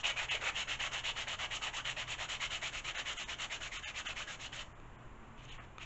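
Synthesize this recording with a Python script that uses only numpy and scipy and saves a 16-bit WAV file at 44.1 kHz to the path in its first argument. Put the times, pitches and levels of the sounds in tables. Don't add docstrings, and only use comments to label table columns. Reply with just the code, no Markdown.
import sys
import numpy as np
from scipy import signal
from scipy.fft import rfft, irfft, dct
from scipy.io import wavfile

SR = 44100
rng = np.random.default_rng(int(sys.argv[2]) if len(sys.argv) > 2 else 0)


def to_wav(s):
    ch = np.atleast_2d(s).T
    pcm = np.round(np.clip(ch, -1, 1) * 32767)
    wavfile.write(sys.argv[1], SR, pcm.astype(np.int16))


def natural_amplitude(level_db):
    exponent = np.asarray(level_db, float) / 20
    return 10 ** exponent


N = 257984
TIME = np.arange(N) / SR

# (start_s, length_s, pressure_db, lean_to_the_end_db, wood_body_db)
PUSHES = [(0.041, 0.08, -36.5, -0.5, -9.5), (0.293, 0.082, -38, -2.3, -7.5), (0.55, 0.083, -43, 1.5, -6),
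          (0.8, 0.08, -39, -0.5, -7.5), (1.044, 0.074, -40, -0.8, -10.5), (1.275, 0.077, -42.5, 0.5, -5.5),
          (1.512, 0.067, -41, 1.2, -8.5), (1.738, 0.072, -43, -0.1, -5.5), (1.971, 0.066, -43.5, 0, -6.5),
          (2.19, 0.069, -42, -0.6, -7.5), (2.405, 0.068, -41, -1.4, -10), (2.624, 0.071, -42.5, -1.5, -7.7),
          (2.848, 0.071, -42.5, 0, -8), (3.06, 0.078, -44.5, -1, -7.2), (3.285, 0.065, -45.5, -2.2, -6.5),
          (3.507, 0.068, -44.5, -1, -8), (3.721, 0.076, -44.5, 0.5, -10.5),
          (3.949, 0.069, -44.5, -0.5, -9.5), (4.164, 0.08, -45.5, -1.5, -7.5), (4.4, 0.076, -48.5, 1, -8.5)]
# (start_s, length_s, pressure_db, lean_to_the_end_db, wood_body_db)
PULLS = [(0.168, 0.088, -42.5, -1.5, -4), (0.414, 0.09, -41.5, 2.5, -3.5), (0.681, 0.078, -42.5, 0, -7.5),
         (0.922, 0.084, -42.5, -1.5, -6.5), (1.162, 0.08, -44, -2, -8), (1.391, 0.076, -42, -0.9, -7),
         (1.622, 0.074, -41, -1, -7.2), (1.853, 0.075, -41.5, -1.5, -7.5), (2.079, 0.069, -42.5, 1, -7.5),
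         (2.29, 0.082, -44, -1.8, -8), (2.51, 0.072, -42.5, -1.3, -7.5), (2.731, 0.072, -44, -1.9, -5.5),
         (2.953, 0.07, -44, -0.3, -8), (3.17, 0.076, -44.5, -0.5, -8), (3.388, 0.074, -46, 0.5, -6),
         (3.612, 0.073, -47.5, -0.5, -4.5), (3.832, 0.078, -45, 0.5, -7.5), (4.057, 0.075, -45.5, -3, -5),
         (4.275, 0.082, -49.5, -0.2, -5), (4.53, 0.098, -48.5, -1, -6)]
# (start_s, length_s, pressure_db, grit_fizz_db, wood_body_db)
TOUCHES = [
    (-.08, 0.1, -54, -1, -1.5),
    (5.38, 0.038, -62, -10.5, -9),
    (5.427, 0.038, -60, -8, -11),
    (5.481, 0.085, -56.5, -12, -14),
    (5.589, 0.016, -55, -22, 1.5),
    (5.625, .031, -63, -11, -7),
    (5.8, .1, -51, -13, -12),
]


def grit():
    # (pitch_hz, width_hz, level_over_rub_db)
    block_modes = [
        (634.5, 7.6, -12),
        (900, 22, -8),
        (1270, 89, -5),
        (1923, 530, 4),
        (2210, 190, -0.5),
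        (2632, 110, -1.5),
        (2943, 250, 7.5),
        (3670, 710, -6.5),
        (5150, 440, -6.5),
        (6550, 660, -11),
    ]
    # (time_s, ring_db, ring_centre_hz, share_of_glide)
    grip = [(0, 6, 2440, -.6), (.45, 7, 2505, -0.71), (.6, 5.5, 2710, -0.16), (1, -2.5, 2700, .2),
            (1.4, -5.5, 2590, .3), (2, 5, 2790, .5), (2.4, 0, 2560, 0.94), (3.3, 1.5, 2750, 0.98),
            (3.8, 3, 2585, 1), (4.6, -3, 2640, 0.52), (5.4, 2.5, 2680, 0.38)]
    # (time_s, level_db, share_of_pitch)
    fingers = [(0, -0.5, 0.92), (.5, -4, 1.1), (1, 2, 0.84), (1.45, 0.5, 0.97), (1.85, 4, 0.89),
               (2.4, 3.5, 0.97), (2.9, 0.5, 1.05), (3.5, -1.5, 1.05), (3.85, 5.5, 1.15), (4.1, 2, 1.15),
               (4.6, 0, 1.05), (5.4, -1, 1.1)]

    coarse = ticks(per_s=9000, spread_db=2.0, chatter_db=-0.03, clump_db=0.96)
    dust = ticks(per_s=7700, spread_db=-1.0, chatter_db=-1.3, clump_db=1.5)
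    hz = np.fft.rfftfreq(N, 1 / SR)
    dust_share = 1 / (1 + (5700 / (hz + 1)) ** 12)
    rub = irfft(rfft(coarse) * (1 - dust_share) + rfft(dust) * dust_share, N)

    rings = np.zeros(N)
    for mode_hz, width_hz, level_db in block_modes:
        drifting_hz = mode_hz * (1 + 0.008 * wander(2))
        rings += natural_amplitude(level_db + 2.6 * wander(3.4)) * resonate(rub, drifting_hz, width_hz)

    # (start_hz, end_hz, start_db, end_db)
    ring_hz, ring_db = glide(push=(2193, 2900, 4.6, 0.6), pull=(2885.5, 2555, 3, 5), touch=(2500, 2000, 4, 2.9))
    ring_hz = curve(grip, column=2) + curve(grip, column=3) * (ring_hz - 2630)
    ring_db = ring_db + curve(grip, column=1)
    low_hz, low_db = glide(push=(903, 1480, 1.4, 1), pull=(1417, 1195.5, 2.5, -7), touch=(1000, 1300, 1, 1))
    low_hz = low_hz * curve(fingers, column=2)
    low_db = low_db + curve(fingers, column=1)
    piece = resonate(resonate(rub, ring_hz, 650), ring_hz, 650)
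    block = resonate(resonate(rub, low_hz, 550), low_hz, 550)
    return split_layers(rub + rings + natural_amplitude(ring_db) * piece + natural_amplitude(low_db) * block)


def ticks(per_s, spread_db, chatter_db, clump_db):
    # (pitch_hz, level_db)
    rub_colour = [(150, -49.5), (250, -30), (400, -19), (620, -8), (1000, -11), (1500, -8.5), (2200, -5),
                  (3050, -3.5), (3450, -4.5), (4100, -11), (4900, -22), (5900, -14.5), (7000, -11),
                  (7700, -17.5), (8300, -37.5)]
    hits = rng.choice([-1., 1.], N) * (rng.random(N) < per_s / SR)
    size_db = spread_db * np.minimum(rng.exponential(1, N), 3)
    hits *= natural_amplitude(size_db + chatter_db * wander(60) + clump_db * wander(12))
    return colour(hits, rub_colour)


def glide(push, pull, touch):
    knots = []
    for table, (start_hz, end_hz, start_db, end_db) in ((PUSHES, push), (PULLS, pull), (TOUCHES, touch)):
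        for start, length, *rest in table:
            knots += [(start, start_hz, start_db), (start + length, end_hz, end_db)]
    knots.sort()
    ring_hz = curve(knots, column=1) * (1 + 0.06 * wander(7.1))
    ring_db = curve(knots, column=2) + 2.5 * wander(27)
    return ring_hz, ring_db


def split_layers(x):
    spec, hz = rfft(x), np.fft.rfftfreq(len(x), 1 / SR)
    body = 1 / (1 + (hz / 1700) ** 8)
    fizz = 1 / (1 + (4500 / (hz + 1)) ** 10)
    catch = np.exp(-((hz - 1800) / 500) ** 2)
    return [evened(irfft(spec * share, len(x))) for share in (body, 1 - body - fizz, fizz, catch)]


def motion():
    rise_s, fall_s = 0.037, 0.036
    start_at, end_at = 0.33, 0.3
    catch_db, catch_s = -8, 0.0097
    gains = np.zeros((4, N))
    for start, end, db, body_db, fizz_db, lean_db in strokes():
        span = slice(max(round((start - 0.04) * SR), 0), round((end + 0.05) * SR))
        t = TIME[span]
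        late = natural_amplitude(0.2 * np.clip(lean_db, -4, 4))
        up = np.clip((t - start) / (rise_s * late) + start_at, 0, 1)
        down = np.clip((end - t) * late / fall_s + end_at, 0, 1)
        speed = np.sin(np.pi / 2 * up) * np.sin(np.pi / 2 * down)
        since = np.maximum(t - start + 0.0026, 0) / catch_s
        catch = natural_amplitude(catch_db) / late * np.minimum(7.3 * since, 1) * np.exp(-since)
        lean = natural_amplitude(lean_db * (2 * (t - start) / (end - start) - 1))
        body = natural_amplitude(body_db) * speed ** 0.56 * lean ** 0.58
        fizz = natural_amplitude(fizz_db) * speed ** 1.13 * lean ** 1.1
        gains[:, span] += natural_amplitude(db + 1.0) * np.array([body, speed * lean, fizz, catch])
    uneven_db = [1.6 * wander(14), 0.92 * wander(27), 1.4 * wander(20), 2.9 * wander(3.2)]
    return gains * natural_amplitude(uneven_db)


def strokes():
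    rows = []
    for start, length, db, lean_db, body_db in PUSHES + PULLS:
        fizz_db = -8.5 - 0.56 * (db + 43.5)
        rows.append((start, start + length, db, body_db, fizz_db, lean_db))
    for start, length, db, fizz_db, body_db in TOUCHES:
        rows.append((start, start + length, db, body_db, fizz_db, 0))
    return rows


def groans():
    # (start_s, end_s, level_db, pitch_hz)
    scrapes = [
        (0.098, 0.107, -46, 565),
        (0.204, 0.25, -62, 590),
        (0.341, 0.362, -47, 534),
        (0.407, 0.468, -54, 466),
    ]
    noise, out = rng.standard_normal(N), np.zeros(N)
    for start, end, db, hz in scrapes:
        swell = np.sin(np.pi * np.clip((TIME - start) / (end - start), 0, 1))
        out += natural_amplitude(db) * swell * evened(resonate(resonate(noise, hz, 290), hz, 290))
    return out


def taps():
    # (start_s, peak_db, time_to_fall_60_db_s, low_knock_db, high_tick_db)
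    touches_down = [
        (4.7998, -45, 0.018, 6, -10),
        (5.3794, -50, 0.012, 4, -8),
        (5.452, -50, 0.012, -6, 14),
        (5.7825, -33, 0.015, 4, -11),
    ]
    # (pitch_hz, level_db, share_of_fall_time)
    tones = [
        (1290, -5.5, 0.75),
        (2440, -2.5, 0.45),
        (3550, -11, 0.94),
        (6460, -5, 0.76),
    ]
    out, t = np.zeros(N + 4000), np.arange(4000) / SR
    for start, db, t60, low_db, high_db in touches_down:
        tilts_db = (low_db, low_db / 2, 0, high_db)
        ring = np.zeros(len(t))
        for (hz, tone_db, share), tilt_db in zip(tones, tilts_db):
            ring += natural_amplitude(tone_db + tilt_db - 60 * t / (t60 * share)) * np.sin(2 * np.pi * hz * t)
        ring *= 1 - np.exp(-t / 0.00022)
        out[round(start * SR):][:4000] += natural_amplitude(db) * ring / abs(ring).max()
    return out[:N]


def thumps():
    # (start_s, level_db, pitch_hz)
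    nudges = [
        (5.505, -43, 22.3),
        (5.37, -52, 40),
    ]
    out = np.zeros(N)
    for start, db, hz in nudges:
        turns = np.clip((TIME - start) * hz, 0, 1.5)
        out -= natural_amplitude(db) * np.sin(2 * np.pi * turns) * np.sin(np.pi * turns / 1.5)
    return out


def room(x):
    # (pitch_hz, time_to_fall_60_db_s)
    fall_times = [
        (300, 0.73),
        (1500, 0.31),
        (4000, 0.22),
        (8000, 0.35),
    ]
    noise = rng.standard_normal(SR // 2) * (np.arange(SR // 2) > 250)
    hz, t, z = signal.stft(noise, SR, nperseg=256)
    fading = z * natural_amplitude(-60 * t / read(fall_times, hz)[:, None])
    tail = signal.istft(fading, SR, nperseg=256)[1]
    return signal.oaconvolve(x, tail / np.linalg.norm(tail))[:N]


def air():
    # (pitch_hz, level_db)
    wash_colour = [(82, -40), (140, -10), (230, -10), (350, -10), (450, -14), (1070, -10), (2000, -18),
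                   (3000, -22.5), (3700, -32), (5000, -48), (6200, -37.5), (7350, -29), (7900, -46.5),
                   (8400, -64)]
    # (time_s, hum_db, fan_tone_db)
    load = [(0.0, -67.5, -66), (0.33, -60, -83), (0.34, -62, -78.5), (2.74, -61, -73.5), (3.19, -72.5, -79),
            (3.22, -66.5, -66), (3.58, -65.5, -78), (3.71, -68, -69), (4.54, -63, -75), (5.36, -63.5, -56),
            (5.41, -57, -85), (5.7, -60, -62), (5.75, -68, -80), (5.85, -61, -69)]
    # (pitch_hz, width_hz, level_db)
    moans = [
        (64.4, 25, -64.5),
        (81, 25, -67),
        (297.8, 15, -80),
        (429, 4.7, -78),
    ]
    wash = natural_amplitude(-58.5 + 0.5 * wander(3.1)) * evened(colour(rng.standard_normal(N), wash_colour))
    rumble = natural_amplitude(-56.5 + 1.3 * wander(3)) * evened(resonate(moan(22, 40), 22, 40))
    mains = np.sqrt(2) * sine(119.5 + 1.67 * wander(8.1))
    hum = natural_amplitude(curve(load, column=1) + 0.8 + 2.5 * wander(5)) * evened(mains + 0.58 * moan(134, 17))
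    tone = natural_amplitude(curve(load, column=2) - 2.5 + 1.8 * wander(4.6)) * sine(224 + 3.0 * wander(4.2))
    return wash + rumble + hum + tone + sum(natural_amplitude(db) * moan(hz, width) for hz, width, db in moans)


def moan(hz, width):
    return evened(resonate(rng.standard_normal(N), hz, width))


def sine(hz):
    return np.sin(2 * np.pi * np.cumsum(hz) / SR)


def evened(x):
    return x / np.sqrt(np.mean(x ** 2) + 1e-20)


def curve(table, column):
    rows = np.transpose(table)
    return np.interp(TIME, rows[0], rows[column])


def read(points, hz):
    f, value = np.transpose(points)
    return np.interp(np.log(hz + 1), np.log(f + 1), value)


def colour(x, points):
    level_db = np.maximum(read(points, abs(np.fft.fftfreq(8192, 1 / SR))), -100)
    log_gain = np.log(natural_amplitude(level_db))
    response = np.fft.ifft(np.exp(np.conj(signal.hilbert(log_gain)))).real[:4096]
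    return signal.oaconvolve(x, response)[:len(x)]


def resonate(x, hz, width):
    turn = np.exp(2j * np.pi * np.cumsum(hz * np.ones(len(x))) / SR)
    r = np.exp(-np.pi * width / SR)
    return 2 * (turn * signal.lfilter([1 - r], [1, -r], x / turn)).real


def wander(per_s):
    knots = rng.standard_normal(int(N / SR * 200) + 9)
    smooth = signal.lfilter([1], [1, -np.exp(-per_s / 30)], knots)
    return np.interp(TIME * 200, np.arange(len(smooth)), evened(smooth))


def scene():
    layers = grit()
    hands = (motion() * layers).sum(0) + groans() + taps()
    mono = hands + natural_amplitude(-9.5) * room(hands) + air() + thumps()
    return np.array([mono, mono])


def starve(x):
    # (centre_s, step_under_the_top_db)
    moments = [(.3, 3.5), (2.968, 4.5), (3.181, 3.5), (3.25, 6), (3.782, 3), (3.846, 3), (3.864, 3.5),
               (3.93, 16), (4.077, 3.5), (4.74, 11), (4.975, 11), (5.505, 5), (5.593, 14)]
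    size = 1664
    out, window = x.copy(), np.sin(np.pi * (np.arange(size) + 0.5) / size)
    hearing_db = [(150, 4), (400, 0), (3000, 0), (5000, 5), (7000, 7)]  # (Hz, dB)
    hearing = natural_amplitude(read(hearing_db, np.arange(size) * SR / 2 / size))
    for centre, step_db in moments:
        span = slice(round(centre * SR) - size // 2, round(centre * SR) + size // 2)
        lines = dct(x[span] * window, 4)
        step = natural_amplitude(-step_db) * abs(lines * hearing)[20:].max() / hearing
        change = step * np.round(lines / step) - lines
        out[span] += window * dct(change, 4) / (2 * size)
    return out


def band_limit(x):
    return signal.sosfilt(signal.butter(12, 8150, fs=SR, output="sos"), x)


def record(dry):
    low_pass = signal.firwin(501, 8130, window=("kaiser", 9), fs=SR)
    narrow = signal.oaconvolve(dry[0], low_pass, "same")
    mono = starve(narrow)
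    return band_limit(np.array([mono, mono]))


dry = scene()
out = record(dry)
to_wav(out)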